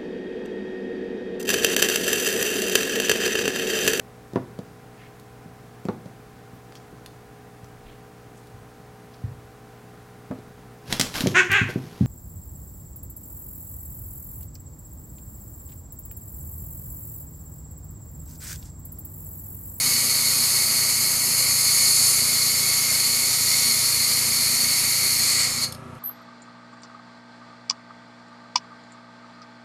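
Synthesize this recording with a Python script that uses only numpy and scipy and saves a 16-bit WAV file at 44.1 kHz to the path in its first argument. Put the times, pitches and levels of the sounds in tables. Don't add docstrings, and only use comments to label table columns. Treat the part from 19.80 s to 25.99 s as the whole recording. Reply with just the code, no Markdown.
import sys
import numpy as np
from scipy import signal
from scipy.fft import rfft, irfft
from scipy.io import wavfile

SR = 44100
rng = np.random.default_rng(int(sys.argv[2]) if len(sys.argv) > 2 else 0)


def output_pcm(signal):
    pcm = np.clip(np.atleast_2d(signal).T, -1, 1) * 32767
    wavfile.write(sys.argv[1], SR, np.round(pcm).astype(np.int16))


N = 272979
TIME = np.arange(N) / SR


def gain_of(db):
    return 10 ** (np.asarray(db) / 20)


def evened(x):
    return x / np.sqrt(np.mean(x ** 2) + 1e-20)


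def read(points, hz):
    f, value = np.transpose(points)
    return np.interp(np.log(hz + 1), np.log(f + 1), value)


def peaks(modes, hz):
    power = 0
    for f, width, db in modes:
        amplitude = gain_of(db) / (1 + ((hz - f) / width) ** 2)
        power = power + amplitude ** 2
    return np.sqrt(power)


def coloured(x, response, size=16384):
    hz = abs(np.fft.fftfreq(size, 1 / SR))
    log_gain = np.log(np.maximum(response(hz), 1e-5))
    spectrum = np.exp(np.conj(signal.hilbert(log_gain)))
    taps = np.fft.ifft(spectrum).real
    return signal.fftconvolve(x, taps[:size // 2])[:len(x)]


def wander(rate_hz, step=64):
    count = N // step + 2
    hz = np.fft.rfftfreq(count, step / SR)
    spectrum = rfft(rng.standard_normal(count)) / (1 + (hz / rate_hz) ** 2)
    slow = irfft(spectrum)
    return evened(np.interp(TIME, np.linspace(0, TIME[-1], len(slow)), slow))


def bell(x, centre, width):
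    return np.exp(-((x - centre) / width) ** 2)


def ramp(x, start, length):
    return np.clip((x - start) / length, 0, 1)


# (frequency [Hz], relative spectral level [dB per Hz])
JET_SPECTRUM = [(300, -26.5), (800, -28), (1600, -26), (2700, -21.5), (3350, -22.5), (4900, -12.5),
                (5650, -17), (7500, -14.5), (9500, -11.5), (11500, -16), (13200, -14), (14200, -23),
                (15400, -23)]
# (frequency [Hz], width [Hz], relative level [dB])
NOZZLE_MODES = [(1170, 215, -20.9), (1954, 100, -14.9), (2117, 56, -12.0), (2195, 22, -7.7),
                (2230, 103, -11.9), (2417, 69, -14.8), (2978, 25, -19.9), (3520, 77, -22.6),
                (3837, 41, -14.3), (4058, 41, -8.1), (4202, 41, -3.9), (4318, 45, -3.9), (4382, 50, 0.0),
                (4447, 37, -1.9), (4524, 28, -2.6), (4626, 67, -4.7), (4793, 81, -7.2), (5331, 106, -9.6),
                (5859, 39, -12.3), (6290, 239, -14.4), (6563, 28, -4.4), (6652, 144, -6.4),
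                (7171, 93, -6.6), (8240, 106, -13.4), (8788, 35, -10.1), (9005, 45, -8.6), (9669, 35, -9.5),
                (10493, 306, -9.0), (10856, 35, -8.9), (11380, 450, -11.1)]
JET_DB = -20
SHUT_S, SHUT_T60 = 5.85, .05
BLEED_DB, BLEED_T60 = -11, .31
SEATED_S, SEAT_LENGTH_S = 5.94, .015


def airbrush(flutter_db=.5, sputter_db=.4):
    shut = np.maximum(TIME - SHUT_S, 0)
    leak = gain_of(BLEED_DB - 60 * shut / BLEED_T60)
    leak *= 1 - ramp(TIME, SEATED_S, SEAT_LENGTH_S)
    valve = np.maximum(gain_of(-60 * shut / SHUT_T60), leak)
    unsteadiness_db = flutter_db * wander(26) + sputter_db * wander(400)
    turbulence = rng.standard_normal(N) * gain_of(unsteadiness_db)

    def response(hz):
        return np.hypot(gain_of(read(JET_SPECTRUM, hz)), peaks(NOZZLE_MODES, hz))

    hiss = coloured(turbulence * valve, response)
    return gain_of(JET_DB) * evened(shaded(hiss))


SAG_DB_PER_S = .2


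def shaded(x):
    hz, t, z = signal.stft(x, SR, nperseg=1024, noverlap=768)
    hz = hz[:, None]
    db = cavity_db(hz, t) + aim_db(hz, t) + trigger_db(hz, t) - SAG_DB_PER_S * t
    return signal.istft(z * gain_of(db), SR, nperseg=1024, noverlap=768)[1][:N]


# (time [s], low tone [dB], main tone [dB])
CAVITY_LEVELS = [(0.06, -0.1, -1.5), (0.54, -1.6, 0.7), (0.94, -0.0, -0.5), (1.42, -2.5, -1),
                 (1.5, -0.8, -2.6), (1.58, -0.3, 0), (2.22, -0.8, 2), (2.3, 0.5, -0.2), (2.62, -1, 1),
                 (3.1, 1.9, -0.7), (3.18, 0.5, 0.5), (3.58, -0.5, -0.6), (3.74, 1.7, 1.5), (4.14, 0.5, 0.6),
                 (4.22, 2.5, 2), (4.46, 0, 0.2), (5.02, 3, 0.3), (5.4, 1.5, 0.3)]
LOW_HZ, LOW_WIDTH_HZ, MAIN_HZ, MAIN_WIDTH_HZ = 2250, 700, 4400, 700
SPURT_S, SPURT_HALF_S = 5.837, .019
SPURT_DB, SPURT_MAIN_DB = 2.5, 6


def cavity_db(hz, t):
    s, *levels = np.transpose(CAVITY_LEVELS)
    low, main = (np.interp(t, s, level) for level in levels)
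    main = main + SPURT_MAIN_DB * bell(t, SPURT_S, SPURT_HALF_S)
    return low * bell(hz, LOW_HZ, LOW_WIDTH_HZ) + main * bell(hz, MAIN_HZ, MAIN_WIDTH_HZ)


# (frequency [Hz], change [dB])
SWELL_COLOUR = [(3500, 0), (5200, 2), (5900, 0.5), (6800, 5), (8000, 2.5), (10300, 5.5), (11500, 1),
                (15000, 1)]
# (frequency [Hz], half width [Hz], change [dB])
HOLLOW_NOTCHES = [(3560, 380, -5), (5620, 150, -12.5)]
# (time [s], rise [s], fall [s], share of swell [1], share of notches [1])
HAND_MOVES = [(.2, .3, .25, 0, .45), (1.45, 0.68, .65, 0.034, 1), (2.23, .42, 0.21, 0.99, 0),
              (3.8, .3, .38, .28, -0.51)]


def aim_db(hz, t):
    notches = sum(db * bell(hz, f, width) for f, width, db in HOLLOW_NOTCHES)
    total = 0
    for s, rise, fall, swell, hollow in HAND_MOVES:
        colour = swell * read(SWELL_COLOUR, hz) + hollow * notches
        total = total + bell(t, s, np.where(t < s, rise, fall)) * colour
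    return total


# (frequency [Hz], eased change [dB], flare change [dB])
EASED_COLOUR = [(1200, 0, 0), (2200, -5, 5), (3300, -3, 3.5), (4400, -5, 4.5), (6240, -4.5, 0),
                (7800, -5, 8.5), (9500, -7.5, 0), (12000, -8.5, -1), (15000, -10, -2)]
EASE_S, EASE_LENGTH_S = 5.43, .35
FLARE_S, FLARE_HALF_S = 5.58, .11


def trigger_db(hz, t):
    f, eased_points, flare_points = np.transpose(EASED_COLOUR)
    eased = read(list(zip(f, eased_points)), hz) * ramp(t, EASE_S, EASE_LENGTH_S)
    flare = read(list(zip(f, flare_points)), hz) * bell(t, FLARE_S, FLARE_HALF_S)
    return eased + flare + SPURT_DB * bell(t, SPURT_S, SPURT_HALF_S)


def workshop(x, wet_db=-5.5, count=5):
    place = np.linspace(0, count - 1, N)
    echoes = np.zeros(N)
    for k in range(count):
        share = np.sqrt(np.maximum(1 - abs(place - k), 0))
        echoes += signal.fftconvolve(x * share, reflections())[:N]
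    return (x + gain_of(wet_db) * echoes) / np.hypot(1, gain_of(wet_db))


# (frequency [Hz], time to decay by 60 dB [s])
ROOM_DECAY = [(150, .3), (2200, .25), (4400, .19), (7000, .21), (15000, .17)]


def reflections(gap=.003, echoes_per_s=2000, size=16384):
    present = rng.random(size) < echoes_per_s / SR
    after_gap = np.arange(size) > gap * SR
    taps = rng.choice([-1., 1.], size) * present * after_gap
    hz, t, z = signal.stft(taps, SR, nperseg=256)
    decay = gain_of(-60 * t / read(ROOM_DECAY, hz)[:, None])
    tail = signal.istft(z * decay, SR, nperseg=256)[1]
    return tail / np.linalg.norm(tail)


# (multiple of the mains [1], multiple of the shaft added to it [1], rms level [dB])
HUM_TONES = [(0, 1, -66), (0, 3, -57), (2, -1, -51), (2, 0, -45.5), (2, 1, -49), (0, 6, -61), (2, 2, -56),
             (0, 8, -62), (4, 0, -59), (4, 1, -60), (6, 1, -61), (4, 9, -60), (0, 26, -62), (0, 27, -61),
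             (0, 34, -61), (0, 35, -65), (0, 39, -64), (0, 40, -57), (0, 42, -57), (0, 43, -64),
             (0, 45, -56), (0, 46, -56), (0, 47, -63), (0, 48, -60), (0, 50, -63)]
MAINS_HZ, SHAFT_HZ = 60, 28.578


def hum(waver=.13, drift_turns=.0049):
    shaft = SHAFT_HZ * TIME + drift_turns * wander(1.5) + rng.random()
    out = np.zeros(N)
    for mains, order, db in HUM_TONES:
        start = rng.random() * (mains == 0)
        turns = mains * MAINS_HZ * TIME + order * shaft + start
        tone = np.sqrt(2) * np.cos(2 * np.pi * turns)
        out += gain_of(db) * tone * (1 + waver * wander(12))
    return out


# (frequency [Hz], width [Hz], relative level [dB])
HOUSING_MODES = [(126, 22, -6.5), (187, 21, -1.5), (235.7, 9.5, 9), (384.3, 11.4, 0), (523, 18.3, -1),
                 (630, 29, -2.5), (716, 44, -11.5), (911, 22, -4.5), (1082, 45, -15), (1356, 70, -11),
                 (1664, 110, -13)]


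def chatter(level_db=-45, stroke_db=4, valve_db=3):
    angle = 2 * np.pi * SHAFT_HZ * TIME
    puff_db = stroke_db * np.cos(angle) + valve_db * np.cos(2 * angle)
    puffs = rng.standard_normal(N) * gain_of(puff_db)
    return gain_of(level_db) * evened(coloured(puffs, lambda hz: peaks(HOUSING_MODES, hz)))


# (frequency [Hz], relative spectral level [dB per Hz])
FLOOR_SPECTRUM = [(20, -19), (50, -4), (70, -8), (120, -1.5), (300, 2), (700, -5.5), (1400, -11.5),
                  (2000, -7), (3200, -14.5), (6000, -22), (11500, -24), (13500, -41), (16000, -43)]


def floor(level_db=-49):
    noise = rng.standard_normal(N)
    return gain_of(level_db) * evened(coloured(noise, lambda hz: gain_of(read(FLOOR_SPECTRUM, hz))))


# (time [s], peak level before the room [dB])
CLICK_TIMES = [(5.9229, -22), (5.926, -28), (5.9477, -28.5), (5.951, -35), (6.151, -44)]
# (frequency [Hz], width [Hz], relative level [dB])
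BODY_MODES = [(4200, 930, 1), (5050, 250, 5), (6700, 500, -6), (8750, 480, 1), (11200, 1300, -1),
              (12900, 500, -10)]


def clicks(t60=.018, rise=.0008, size=4096):
    out, t = np.zeros(N + size), np.arange(size) / SR
    rattle = np.tanh(t / rise) * gain_of(-60 * t / t60)
    for s, db in CLICK_TIMES:
        tick = coloured(rng.standard_normal(size) * rattle, lambda hz: peaks(BODY_MODES, hz))
        start = round(s * SR)
        out[start:start + size] += gain_of(db) * tick / abs(tick).max()
    return out[:N]


def scene(click_wet_db=-10):
    jet = workshop(airbrush())
    compressor = hum() + chatter()
    background = floor()
    handling = workshop(clicks(), click_wet_db, count=2)
    mono = jet + compressor + background + handling
    return np.array([mono, mono])


EDGE_HZ = 15470


def record(dry):
    taps = signal.firwin(767, EDGE_HZ, window=("kaiser", 9), fs=SR)
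    return signal.oaconvolve(dry, taps[None], "same")


dry = scene()
out = record(dry)
output_pcm(out)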